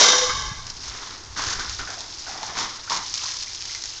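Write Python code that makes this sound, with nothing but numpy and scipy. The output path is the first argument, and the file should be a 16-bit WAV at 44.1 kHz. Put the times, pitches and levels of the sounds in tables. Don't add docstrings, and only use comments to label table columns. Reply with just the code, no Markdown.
import sys
import numpy as np
from scipy import signal
from scipy.fft import rfft, irfft
from scipy.io import wavfile
from scipy.ndimage import uniform_filter1d

SR = 44100
rng = np.random.default_rng(int(sys.argv[2]) if len(sys.argv) > 2 else 0)


def output_pcm(signal):
    pcm = np.clip(np.atleast_2d(signal).T, -1, 1) * 32767
    wavfile.write(sys.argv[1], SR, np.round(pcm).astype(np.int16))


N = 176400


def undb(db):
    return 10 ** (np.asarray(db) / 20)


def unit(x):
    return x / np.sqrt(np.mean(x ** 2))


def noise():
    return rng.standard_normal(N)


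def clock():
    return np.arange(N) / SR


def colour(x, points):
    hz, db = np.array(points, float).T
    bins_hz = np.arange(N // 2 + 1) * SR / N
    log_gain = np.log(undb(np.interp(np.log(bins_hz + 1), np.log(hz), db)))
    cepstrum = irfft(log_gain, N)
    cepstrum[1:N // 2] *= 2
    cepstrum[N // 2 + 1:] = 0
    return unit(irfft(rfft(x) * np.exp(rfft(cepstrum)), N))


def ring(x, hz, width_hz):
    return unit(signal.lfilter(*signal.iirpeak(hz, hz / width_hz, fs=SR), x))


def wander(rate):
    hold = max(int(SR / rate), 2)
    steps = np.repeat(noise()[:N // hold + 1], hold)
    return unit(uniform_filter1d(uniform_filter1d(steps, hold), hold)[:N])


def drops(rate, spread_db):
    size = undb(spread_db * np.minimum(rng.exponential(size=N), 5))
    return unit((rng.random(N) < rate / SR) * size * rng.choice([-1, 1], N))


def swell(start, rise, hold, fall):
    t = clock() - start
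    return np.clip(t / max(rise, 1 / SR), 0, 1) * undb(-abs(fall) * np.maximum(t - rise - hold, 0))


def bubbles(start, span, rate, hz, octaves, cycles):
    out = np.zeros(N)
    t = np.arange(int(8 * cycles / hz * SR)) / SR
    for when, up, down, size in rng.random((int(rate * span), 4)):
        at = int((start + when * span) * SR)
        turns = t * hz * 2 ** (2 * octaves * (up - down))
        ping = np.sin(2 * np.pi * turns) * np.minimum(turns, 1) * np.exp(-turns / cycles)
        out[at:at + len(t)] += undb(20 * size ** 2) * ping[:N - at]
    return unit(out) * np.sqrt(span * SR / N)


def tone(pitch_hz):
    return np.sin(2 * np.pi * np.cumsum(pitch_hz) / SR)


# pitch_hz, level_db
JET_COLOUR = [(120, -33), (230, -20.5), (440, -12.5), (690, -12.5), (1100, -9), (2250, -16), (2600, -17.5),
              (3700, -4), (4300, -10), (5800, -5), (7100, -10.5), (8200, -39.5)]
def jet():
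    level_db, hold_s, fall_db_per_s = -11.5, 0.0096, 58.5
    hiss = colour(noise() * undb(2.2 * wander(160)), JET_COLOUR)
    return hiss * undb(level_db - fall_db_per_s * np.maximum(clock() - hold_s, 0))


# pitch_hz, level_db
TRUNK_NOTES = [(870, -9), (1065, 1), (1150, 0), (1560, -0.5), (1670, -3), (2040, -2.5), (2200, -3.5),
               (3115, 0), (3680, 4), (5120, 2.5), (5600, 2.5), (5860, 8)]
def trunk():
    width_hz, fall_db_per_s, extra_fall_db_per_s_per_khz = 42, 20.5, 5.7
    t = clock()
    tube = 0
    for hz, db in TRUNK_NOTES:
        note = ring(ring(noise(), hz, width_hz), hz, 2 * width_hz)
        tube += note * undb(db - extra_fall_db_per_s_per_khz * hz / 1000 * t)
    return tube / 2 * undb(-22.5 - fall_db_per_s * t) * swell(0, rise=0, hold=0.5, fall=55)


# time_s, level_db
RUNOFF_LEVELS = [(0, -27.5), (.6, -42.5), (.74, -43.5), (0.849, -36.5), (1.1, -41.5), (1.28, -45),
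                 (1.45, -39.5), (1.72, -36), (1.96, -40), (2.25, -37), (2.86, -41), (3.049, -36),
                 (3.26, -30), (3.49, -37), (3.83, -36), (4, -40)]
# pitch_hz, level_db
CONCRETE_COLOUR = [(200, -33.5), (700, -21), (1500, -10.5), (2700, -10), (3800, -4), (5200, 3), (6600, -1),
                   (7400, -10.5), (8000, -23), (9300, -43.5)]
def runoff():
    ticks = drops(rate=5000, spread_db=1.5) * undb(2 * wander(110))
    droplets = bubbles(0, N / SR, rate=400, hz=4300, octaves=0.5, cycles=2)
    patter = colour(ticks, CONCRETE_COLOUR) + 0.6 * colour(droplets, CONCRETE_COLOUR)
    return patter * undb(np.interp(clock(), *np.array(RUNOFF_LEVELS).T))


# pitch_hz, level_db
AIR_COLOUR = [(60, 5), (190, -7.5), (350, -2), (550, -10), (950, -2), (2500, -12), (6000, -20.5),
              (9000, -31)]
def background():
    air_db, hum_hz, hum_db = -47, 102, -58.5
    air = colour(noise(), AIR_COLOUR) * undb(air_db + wander(1))
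    hum = np.sqrt(2) * tone(hum_hz * (1 + 0.0055 * wander(12))) * undb(hum_db)
    return air + hum


# start_s, level_db, pitch_hz
SLAPS = [(.009, -18, 606), (0.029, -22.5, 483), (.1, -29, 1030), (0.295, -20, 1193), (1.388, -43.5, 272),
         (1.394, -25.5, 1052), (1.513, -29, 1095), (1.793, -26, 1386), (1.874, -28, 1534),
         (2.266, -33, 1415), (2.282, -37.5, 1398), (2.431, -27.5, 900), (2.876, -34.5, 1550),
         (2.919, -21.5, 1056), (2.942, -25, 1046), (3.186, -37.5, 2220), (3.282, -37, 1816),
         (3.47, -37.5, 2205), (3.696, -37.5, 2300), (3.749, -34, 2100)]
def slaps():
    out = 0
    for start, db, hz in SLAPS:
        smack = ring(ring(noise(), hz, width_hz=1.5 * hz), hz, width_hz=hz)
        pocket = tone(hz * (1 + 0.063 * wander(300)))
        out += undb(db) * (0.36 * smack + pocket) * swell(start, rise=0, hold=0.00067, fall=559)
    return out


# start_s, hold_s, level_db
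HOOTS = [(.05, 0.095, -30), (0.209, 0.021, -27.5)]
def hoots():
    pitch_hz, climb_hz_per_s, waver = 491.7, 67, 0.011
    pitch = (pitch_hz + climb_hz_per_s * clock()) * (1 + waver * wander(68.6))
    note = np.sqrt(2) * tone(pitch) * undb(2 * wander(60))
    return note * sum(undb(db) * swell(start, 0.012, hold, fall=413) for start, hold, db in HOOTS)


# time_s, level_db
WIND_LEVELS = [(0, -67), (.25, -43), (0.401, -36.5), (.7, -44), (.9, -46.5), (1.08, -54), (1.55, -41.5),
               (1.8, -40.5), (2.05, -64), (4, -62)]
# pitch_hz, level_db
WIND_COLOUR = [(15, -0.5), (40, -4.5), (90, -4), (150, -14.5), (250, -27.5), (600, -52)]
# middle_s, level_db, pitch_hz
BUFFETS = [(0.361, -31.5, 65.6), (0.487, -30.5, 45), (0.519, -28.5, 139), (0.656, -35, 99),
           (0.904, -31.5, 49.7), (1.335, -39.5, 95), (1.476, -29, 90), (1.694, -31.5, 64.7)]
def wind():
    rumble = colour(noise(), WIND_COLOUR)
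    gust_db = np.interp(clock(), *np.array(WIND_LEVELS).T) + 2 * wander(19)
    thumps = 0
    for middle, db, hz in BUFFETS:
        turns = hz * (clock() - middle)
        thumps += undb(db) * np.sin(2 * np.pi * turns) * np.exp(-2 * turns ** 2)
    return rumble * undb(gust_db) + thumps


# start_s, level_db
SPLATS = [(0.667, -35), (0.7, -32.5), (1.695, -28.5), (1.903, -33.5), (2.006, -31.5), (2.43, -31),
          (2.898, -25.5), (3.062, -32), (3.140, -24), (3.155, -32), (3.178, -30.5), (3.284, -33),
          (3.367, -33.5), (3.425, -29), (3.532, -32.5), (3.547, -38), (3.623, -31), (3.653, -34),
          (3.716, -34.5), (3.748, -29), (3.838, -31), (3.857, -32.5)]
def splats():
    cracks = sum(undb(db) * swell(start, rise=0, hold=0.0008, fall=8200) for start, db in SPLATS)
    scatter = sum(undb(db) * swell(start, rise=0, hold=0, fall=760) for start, db in SPLATS)
    hits = 2 * cracks * noise() + scatter * drops(rate=6000, spread_db=4)
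    return colour(hits, CONCRETE_COLOUR) * np.std(hits)


# start_s, rise_s, hold_s, fall_db_per_s, gurgle_pitch_hz, gurgle_db, smack_db, spray_db
GUSHES = [(0.832, 0.033, 0.26, 110, 1380, -52, -42.5, -44),
          (1.36, 0.016, 0.16, 97, 1453, -36, -34.5, -29.5),
          (1.589, 0.0041, 0.024, 132, 1420, -37.5, -36, -30), (1.789, .003, .02, 240, 1350, -39, -38, -39),
          (1.872, .002, .025, 180, 1500, -39, -43, -43), (1.886, 0.0056, 0.13, 157, 748, -45.5, -47.5, -50),
          (2.262, 0.042, 0.2, 104, 835, -42, -40.5, -63), (2.551, 0.037, 0.019, 81, 1090, -35.5, -32, -27),
          (2.895, .012, .064, 170, 1100, -35.5, -35.5, -27), (2.953, 0.014, 0.035, 121, 910, -43, -59, -55),
          (3.199, 0.0074, 0.018, 107, 1073, -40, -70, -39)]
# pitch_hz, level_db
SMACK_COLOUR = [(100, -9.5), (330, -5.5), (600, -11), (1000, -0.5), (1600, -2), (2150, -4), (2700, -14.5),
                (3600, -4), (8500, -52)]
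SPRAY_COLOUR = [(200, -23), (900, -12), (1900, -9), (2700, -7.5), (3600, -2.5), (5400, 3), (6700, -0.5),
                (7400, -11), (8000, -25), (9300, -35.5)]
def gushes():
    sudden = 0.46
    out = 0
    for start, rise, hold, fall, hz, gurgle_db, smack_db, spray_db in GUSHES:
        lumps = undb(1.15 * wander(90))
        gurgle = undb(gurgle_db) * bubbles(start, span=0.5, rate=500, hz=hz, octaves=0.2, cycles=3.5)
        smack = undb(smack_db) * colour(drops(rate=3000, spread_db=3), SMACK_COLOUR)
        spray = undb(spray_db) * colour(drops(rate=11000, spread_db=4), SPRAY_COLOUR)
        flow = sudden * swell(start, 0, rise + hold, fall) + (1 - sudden) * swell(start, rise, hold, fall)
        out += lumps * ((gurgle + smack) * flow + spray * flow ** 3)
    return out


def yard(x):
    delay_s, fade_s, echo_db = 0.026, 0.22, -11.5
    echoes = drops(rate=1500, spread_db=3.5) * swell(delay_s, rise=0.01, hold=0, fall=60 / fade_s)
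    return x + undb(echo_db) * signal.fftconvolve(x, echoes / np.linalg.norm(echoes))[:N]


def scene():
    shower = jet() + trunk() + hoots() + gushes() + slaps() + splats() + runoff()
    return (yard(shower) + wind() + background())[None]


def record(dry):
    peak_limit, top_hz = 1.05, 8850
    rounded = dry / np.sqrt(np.hypot(1, (dry / peak_limit) ** 2))
    return signal.sosfilt(signal.ellip(10, 0.2, 80, top_hz, fs=SR, output="sos"), rounded)


dry = scene()
out = record(dry)
output_pcm(out)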